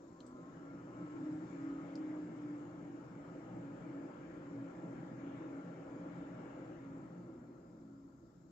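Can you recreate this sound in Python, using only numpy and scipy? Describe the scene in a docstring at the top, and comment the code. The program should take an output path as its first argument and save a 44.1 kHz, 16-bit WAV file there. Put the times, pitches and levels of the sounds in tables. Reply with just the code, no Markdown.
"""A low rush of air over room rumble is heard first: a desktop computer's twin nine-blade fans, already turning,
speed up past their cruise rate, settle and coast down beside a handheld stereo microphone.
Blade tones are sine pairs that beat; motor orders sweep through resonances of the case; air is shaped noise.
Three small ticks are rung resonances with echoes, panel hums are sines of wandering phase,
and rumble, electrical hum and hiss form a quiet floor."""
import sys
import numpy as np
from scipy import signal
from scipy.fft import rfft, irfft, next_fast_len
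from scipy.io import wavfile
from scipy.ndimage import uniform_filter1d, map_coordinates

SR = 44100
rng = np.random.default_rng(int(sys.argv[2]) if len(sys.argv) > 2 else 0)


def persist_wave(psi):
    """Save psi, clipped to +-1, as 16-bit WAV."""
    counts = np.round(np.clip(psi, -1, 1) * 32767).astype(np.int16)
    wavfile.write(sys.argv[1], SR, np.atleast_2d(counts).T)


N = 375291

# Shaft speed commands: t/s, target speed/(turns/s), time constant/s
SPEED_COMMANDS = [(0, 36.64, .866), (1.835, 30.72, .866), (6.95, 0, 3.6)]
START_TURNS_PER_S, CRUISE_TURNS_PER_S, EASE_S = 24.5, 30.72, 0.4  # EASE_S: averaging time of a speed change

# Air flow through the case, scaled by each flow law below: t/s, level/dB
FLOW_LEVEL = [(0, -9), (.5, -3.5), (1, -2), (2, -1), (3, -2.5), (3.5, -1), (6.5, 0.7), (7.2, -4.5),
              (7.6, -8.5), (8, -12.5), (8.51, -14)]
# Flow noise laws: level/dB at cruise and 0 dB flow, dB per dB of flow, power of relative speed
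DRONE_LAW, WHIR_LAW, WHOOSH_LAW = (-53, 1.02, 0.1), (-52.5, 0.52, 1.1), (-57, 0.92, 1)
# Blade-tip hiss, same columns
TIP_LAW = (-70, 1.9, 2.7)
# Relative noise spectra of case boom, blade whir, grille whoosh and blade-tip hiss: f/Hz, level/(dB per Hz)
DRONE_SPECTRUM = [(60, -53.5), (100, -29.5), (108, -23), (120, -5), (145, -6.5), (160, -6), (173, 2.5),
                  (185, -6), (196, -13), (210, -10.5), (240, -6), (258, -21.5), (300, -72)]
WHIR_SPECTRUM = [(200, -47.5), (255, -8), (275, -2), (320, 2), (350, -3), (362, -8), (378, -5),
                 (425, -19.5), (520, -23), (700, -36), (900, -65)]
WHOOSH_SPECTRUM = [(330, -32), (425, -5.5), (450, -3.5), (490, -0.5), (527, -1), (565, -3.5), (625, -1.5),
                   (720, -10.5), (769, -6.5), (886, -9.5), (1180, -13), (1390, -10.5), (1530, -17),
                   (1660, -17.5), (1970, -24), (2200, -24.5), (2550, -32.5), (3500, -42.5), (4550, -61.5),
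                   (7700, -120)]
TIP_SPECTRUM = [(900, -41), (1450, -6.5), (1630, -1.5), (1970, -7), (2200, -4), (2550, -13.5), (2820, -12),
                (3500, -19), (4500, -29), (5500, -44.5)]
# Slow swell of the drone: t/s, level/dB
DRONE_SWELL_LEVEL = [(0, -3.5), (.7, -1), (1.2, 0), (2.6, -1), (3.2, 1), (4.4, 0), (5.2, 0), (6.2, -2.5),
                     (7, 0.5), (8.51, 2.5)]
# Likeness of the two noise channels: f/Hz, correlation (no unit)
CHANNEL_CORRELATION = [(30, 0.92), (120, 1), (300, 0.9), (450, 1), (650, 0.47), (1000, 0.38), (2000, 0.16),
                       (4000, 0.22), (8000, 0.51)]

# Relative spectra of room rumble and high hiss: f/Hz, level/(dB per Hz)
ROOM_SPECTRUM = [(15, -29), (25, -11), (40, -9), (65, -2.5), (95, -5), (130, -4.5), (280, -4), (420, -27.5),
                 (700, -30.5), (1150, -32), (1350, -20), (1500, -41), (2000, -49), (2600, -55),
                 (4000, -70.5)]
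HISS_SPECTRUM = [(1500, -44), (2600, -10.5), (3600, -4.5), (4400, -3), (5300, -1.5), (6000, -4.5),
                 (6600, -1.5), (7300, -0.5), (7700, -5.5), (8200, -35.5), (9000, -50.5)]
# High hiss: t/s, level/dB
HISS_LEVEL = [(0, -81), (.9, -82), (1.3, -78.5), (2.9, -82), (6.5, -82), (7.5, -85.5), (8.51, -86.5)]
# Electrical hum in the room: f/Hz, level/dB
ELECTRICAL_HUM = [(59.8, -84), (120, -73)]

# Slip of the slower twin behind the faster: t/s, blade pitches lost (count)
TWIN_SLIP = [(0, -1), (.53, .5), (.72, 1), (.95, 1.5), (1.15, 2.5), (1.85, 4.5), (2.35, 5.5), (2.75, 6.5),
             (3.06, 7.5), (3.5, 8.5), (4.15, 10.5), (4.4, 11.5), (5.1, 13.5), (5.75, 15.5), (6.12, 16.5),
             (6.7, 18.5), (7.2, 19.5), (7.9, 21), (8.51, 23)]
# Motor torque ripple: t/s, level/dB of the faster fan, level/dB of the slower twin
MOTOR_DRIVE = [(0, -68, -67), (.13, -59, -70), (.22, -55, -66), (.3, -56, -62), (.4, -56, -57),
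               (.5, -56, -62), (.68, -56, -69), (.77, -66, -58), (.88, -60, -58), (1.02, -57, -57.5),
               (1.14, -54, -63), (1.2, -63, -62), (1.3, -61.5, -66), (1.55, -66, -64), (1.68, -66, -58),
               (1.9, -68, -62), (2, -74.5, -68.5), (2.55, -71, -66.5), (3, -73.5, -66), (3.7, -71, -64.5),
               (4.2, -68, -74), (4.7, -64, -71.5), (5.7, -63, -71), (6.7, -64, -70), (6.95, -72, -64),
               (7.15, -76, -67.5), (7.4, -84, -77), (8.51, -92, -93)]
# Motor orders: multiple of shaft speed (no unit), relative level/dB
MOTOR_ORDERS = [(32, -8), (36, -5.5), (40, -7), (44, -8.5), (48, -16.5)]
# Case frame modes: f/Hz, width/Hz of one stage, gain/dB for the faster fan, gain/dB for the slower twin
FRAME_MODES = [(990, 36, -10, -23.5), (1056, 44, 0.5, -16), (1103, 36, -7, -8), (1258, 34, -12, 1),
               (1310.4, 60, -6.5, 3), (1359, 60, 1, -4), (1530, 73, -11.5, -12)]
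# Waver of the blade tone, then of the shake: t/s, level/dB
BLADE_WAVER = [(0, 0), (.25, 3), (.55, -7), (.75, -3), (1.05, -5.5), (1.3, 2), (1.7, -4.5), (2.1, 0.5),
               (2.5, 4), (2.75, -3.5), (2.9, -4), (3.6, -5), (3.95, 5), (4.27, -13.5), (4.6, 4), (4.95, -4),
               (5.4, 3), (5.95, -5), (6.25, 2.5), (6.6, -4.5), (6.95, 2), (7.15, -8), (7.35, 3.5),
               (7.65, -3), (7.9, 11), (8.2, -9)]
SHAKE_LEVEL_WAVER = [(.9, -5.5), (1.25, 3.5), (1.45, -4.5), (1.65, 0.5), (2.0, 0.5), (2.2, -2), (2.4, 3),
                     (2.6, -8.5)]
BLADES, BLADE_DB, BLADE_POWER = 9, -55.5, 8.24  # count, level at cruise, power of relative speed
TWIN_SHARE, THIRD_DB = 0.66, -78  # amplitude ratio of the twin; third harmonic at 0 dB flow
SHAKE_ORDER, SHAKE_DB = 8, -47  # multiple of the shaft; level on resonance
SHAKE_MODE = (281.7, 19)  # f/Hz, width/Hz of one stage
SHAKE_TWIN, SHAKE_LAG_RAD = 0.35, 3.4  # amplitude ratio of the twin; phase offset of the faster fan

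# Ticks: t/s, peak level/dB before panning, left-right level/dB, main f/Hz, its width/Hz, second f/Hz,
# second level/dB, crack level/dB, echo level/dB, time for echoes to fall 60 dB/s
TICK_EVENTS = [(0.2047, -52, 3, 4200, 750, 3200, -1, -18, -29, 0.07),
               (0.2658, -54, 6.5, 7800, 900, 5850, -11, -18, -28, 0.15),
               (1.955, -48, 1.5, 4950, 950, 6500, -15, -23, -30, 0.11)]

# Panel modes: f/Hz, wander rate/Hz (the mode's width), phase wander that differs between ports/rad
THIN_PANEL_MODES = [(275.4, 6.8, 0.13), (531, 24, 0.86), (1335, 70, 1)]
# One swell per panel mode: full from t/s, full until t/s, level/dB, rise/(dB/s), fall/(dB/s)
PANEL_SWELLS = [(7.82, 7.94, -56, 73, 33.5), (3.5, 6.8, -65, 20.5, 11), (7.2, 7.7, -78, 1.5, 12)]

# Left port level over right: f/Hz, level/dB
PORT_LEVEL = [(30, -0.7), (100, 1), (180, 0.5), (300, 0), (520, 0), (890, 4), (1520, 6), (2610, 5.5),
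              (4480, 4), (7680, 16)]
# Phase by which the left port leads the right: f/Hz, phase/rad
PORT_LEAD = [(0, -2.5), (260, 0.12), (520, 0.89), (1030, 1.5), (1380, 2), (1810, 5), (2150, 6.5),
             (2840, 6.5), (3790, 10.5), (4390, 12.5), (6030, 15), (6720, 11), (7840, 23.5)]
# Gain that turns unit white noise into converter hiss: f/Hz, level/dB
CONVERTER_GAIN = [(8500, -99), (10000, -99), (11200, -93.0), (11600, -91), (13500, -91.0), (15500, -92.0)]
MIC_HZ, TOP_HZ = 8200, 15700  # microphone cutoff; highest frequency kept


def amp(db):
    """Amplitude ratio: 20 dB is a factor of ten."""
    return 10 ** (np.asarray(db) / 20)


def unit(x):
    """Normalization to unit rms."""
    return x / np.sqrt(np.mean(x ** 2) + 1e-20)


def along(points, hz):
    """Linear interpolation of (f/Hz, value) points on a logarithmic frequency axis."""
    f, value = np.transpose(points)
    return np.interp(np.log(hz + 1), np.log(f + 1), value)


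def curves(rows):
    """Linear interpolation in time: one curve for each column after t/s."""
    t, *columns = np.transpose(rows)
    return [np.interp(np.arange(N) / SR, t, column) for column in columns]


def wobble(rate):
    """Band-limited random modulation: a smooth curve through `rate` random knots per second."""
    coarse = np.arange(0, N + 32, 32)
    knots = rng.standard_normal(int(N * rate / SR) + 4)
    return np.interp(np.arange(N), coarse, map_coordinates(knots, [coarse * rate / SR]))


def filtered(x, response):
    """Linear filtering: the spectrum of x times a complex response of frequency."""
    m = next_fast_len(N + SR // 2)
    return irfft(rfft(x, m) * response(np.fft.rfftfreq(m, 1 / SR)), m)[..., :N]


def resonance(f, hz, width):
    """Damped harmonic oscillator: a causal band-pass of unit gain at its centre."""
    return 1j * f * width / (hz * hz - f * f + 1j * f * width)


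def rush(spectrum, patchy_db):
    """Turbulent noise: partly correlated channels with patches of random gain, scaled to unit rms."""
    z = signal.stft(rng.standard_normal((2, N + 512)), nperseg=512)[2]
    patches = uniform_filter1d(rng.standard_normal(z.shape[1:]), size=4, axis=0)
    patches = uniform_filter1d(patches, size=14, axis=1)
    pair = signal.istft(z * amp(patchy_db * unit(patches)), nperseg=512)[1][:, :N]

    def mid_side_gain(hz):
        # half the angle whose cosine is the channel correlation
        turn = np.arccos(np.clip(along(CHANNEL_CORRELATION, hz), -1, 1)) / 2
        return amp(along(spectrum, hz)) * [np.cos(turn), np.sin(turn)]

    mid, side = filtered(pair, mid_side_gain)
    return unit(np.array([mid + side, mid - side]))


def shaft():
    """First-order lag: speed in turns per second approaches each command exponentially, then is smoothed."""
    pad = round(EASE_S * SR)
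    t = np.arange(-pad, N + pad) / SR
    speed = np.full(len(t), START_TURNS_PER_S)
    for s, goal, lag_s in SPEED_COMMANDS:
        approach = goal + (np.interp(s, t, speed) - goal) * np.exp((s - t) / lag_s)
        speed = np.where((t >= s) | (s == 0), approach, speed)
    return uniform_filter1d(speed, size=pad)[pad:-pad]


def air(speed):
    """Flow noise: turbulence booms in the case, whirs at the blades and whooshes through the grilles."""
    (flow_db,) = curves(FLOW_LEVEL)
    (swell_db,) = curves(DRONE_SWELL_LEVEL)
    pace = speed / CRUISE_TURNS_PER_S

    def law(db, per_flow, power):
        return amp(db + per_flow * flow_db) * pace ** power

    drone = law(*DRONE_LAW) * amp(swell_db + 0.79 * wobble(8.7)) * rush(DRONE_SPECTRUM, patchy_db=1.5)
    whir = law(*WHIR_LAW) * amp(0.46 * wobble(5.0)) * rush(WHIR_SPECTRUM, patchy_db=1.87)
    whoosh = law(*WHOOSH_LAW) * amp(0.14 * wobble(4.4)) * rush(WHOOSH_SPECTRUM, patchy_db=1.5)
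    # blade-tip hiss grows steeply with speed
    tips = law(*TIP_LAW) * amp(0.65 * wobble(5.2)) * rush(TIP_SPECTRUM, patchy_db=2.5)
    return drone + whir + whoosh + tips


def background():
    """Superposition of independent sources: room rumble, wavering electrical hum and high hiss."""
    (hiss_db,) = curves(HISS_LEVEL)
    t, waver = np.arange(N) / SR, wobble(6.7)
    rumble = amp(-68.0) * rush(ROOM_SPECTRUM, patchy_db=1.5)
    hum = sum(amp(db + 1.2 * waver) * np.sqrt(2) * np.sin(2 * np.pi * hz * t) for hz, db in ELECTRICAL_HUM)
    return rumble + hum + amp(hiss_db) * rush(HISS_SPECTRUM, patchy_db=1.86)


def shaft_angles(speed):
    """Phase is the integral of speed: angles in radians of the faster fan and its slipping twin."""
    angle = 2 * np.pi * np.cumsum(speed) / SR + 0.024 * wobble(6)
    (pitches,) = curves(TWIN_SLIP)
    half_slip = np.pi * uniform_filter1d(pitches, size=SR // 4) / BLADES
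    return np.array([angle + half_slip, angle - half_slip])


def beating_pair(angles, order, share, lag):
    """Interference: two sines of nearly equal frequency beat at their difference."""
    fast, slow = angles
    return np.sin(order * fast + lag) + share * np.sin(order * slow)


def motors(angles):
    """Forced resonance: torque ripple at multiples of four of the shaft swells as it crosses frame modes."""
    jittered = angles + 0.015 * np.array([wobble(20), wobble(20)])
    ripple = 0
    for order, db in MOTOR_ORDERS:
        phase = rng.uniform(0, 2 * np.pi, (2, 1))
        ripple = ripple + amp(db + 1.9 * wobble(14)) * np.sin(order * jittered + phase)

    def frame(f):
        return sum(amp([[fast_db], [slow_db]]) * resonance(f, hz, width) ** 2
                   for hz, width, fast_db, slow_db in FRAME_MODES)

    return np.sqrt(2) * filtered(amp(curves(MOTOR_DRIVE)) * ripple, frame).sum(axis=0)


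def blade_tone(speed, angles):
    """Blade-passing tone: nine pulses per turn, with a level rising as a power of speed, and its third harmonic."""
    (waver_db,), (flow_db,) = curves(BLADE_WAVER), curves(FLOW_LEVEL)
    level = amp(BLADE_DB + waver_db + 0.97 * wobble(18)) * (speed / CRUISE_TURNS_PER_S) ** BLADE_POWER
    tone = level * beating_pair(angles, BLADES, TWIN_SHARE, 0)
    third = amp(THIRD_DB + flow_db) * beating_pair(angles, 3 * BLADES, TWIN_SHARE, 0)
    return np.sqrt(2) * (tone + third)


def shake(speed, angles):
    """Resonant response: the eighth shaft order is strongest where its frequency meets the mode."""
    (waver_db,) = curves(SHAKE_LEVEL_WAVER)
    gain = np.abs(resonance(SHAKE_ORDER * speed, *SHAKE_MODE)) ** 2
    level = amp(SHAKE_DB + waver_db + 0.76 * wobble(13)) * gain
    return np.sqrt(2) * level * beating_pair(angles, SHAKE_ORDER, SHAKE_TWIN, SHAKE_LAG_RAD)


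def ticks():
    """Impulse response: a brief broken crack with two short resonances, followed by a spray of echoes."""
    out, t = np.zeros((2, N)), np.arange(SR // 8) / SR
    f = np.fft.rfftfreq(len(t), 1 / SR)
    broad = resonance(f, 5500, 5000) ** 2
    for s, db, pan_db, main_hz, width_hz, second_hz, second_db, crack_db, echo_db, t60 in TICK_EVENTS:
        onset = np.minimum(t / 0.002, 1)
        echoes = amp(echo_db - 60 * t / t60) * onset * rng.standard_normal((2, len(t)))
        body = resonance(f, main_hz, width_hz) ** 2
        body = body + amp(second_db) * resonance(f, second_hz, 330) ** 2
        broken = 1 + rfft(0.2 * amp(-60 * t / 0.005) * rng.standard_normal(len(t)))
        crack = amp(crack_db) * broad * broken
        click = irfft(body + crack + rfft(echoes) * (body + 0.4 * broad), len(t))
        gain = amp(db + np.array([[pan_db], [-pan_db]]) / 2)
        out[:, round(s * SR):][:, :len(t)] += gain * click / np.abs(click).max()
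    return out


def panel():
    """Narrow-band vibration: air pressure shakes thin panels, whose phase wanders as fast as the mode is wide."""
    t = np.arange(N) / SR
    total = 0
    for (hz, width, apart), (start, end, db, rise, fall) in zip(THIN_PANEL_MODES, PANEL_SWELLS):
        port_wander = apart * np.array([wobble(width), wobble(width)])
        phase = 2 * np.pi * hz * t + 1.1 * wobble(width) + port_wander
        hum = amp(2.6 * wobble(width)) * np.sin(phase)
        level_db = db - rise * np.maximum(start - t, 0) - fall * np.maximum(t - end, 0)
        total = total + amp(level_db) * unit(hum)
    return total


def scene():
    """Two-port reception: phase and level differences place all but the ticks, the treble louder at left."""
    side = np.array([[.5], [-.5]])

    def ports(hz):
        return amp(side * along(PORT_LEVEL, hz)) * np.exp(1j * side * along(PORT_LEAD, hz))

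    speed = shaft()
    angles = shaft_angles(speed)
    rotor = motors(angles) + blade_tone(speed, angles) + shake(speed, angles)
    return filtered(air(speed) + background() + rotor + panel(), ports) + ticks()


def record(dry):
    """Band limitation: the microphone path ends near 8 kHz, with faint converter hiss above it."""
    heard = filtered(dry, lambda hz: 1 / np.sqrt(1 + (hz / MIC_HZ) ** 60))
    faint = filtered(rng.standard_normal((2, N)), lambda hz: amp(along(CONVERTER_GAIN, hz)))
    return filtered(heard + faint, lambda hz: hz < TOP_HZ)


dry = scene()
out = record(dry)
persist_wave(out)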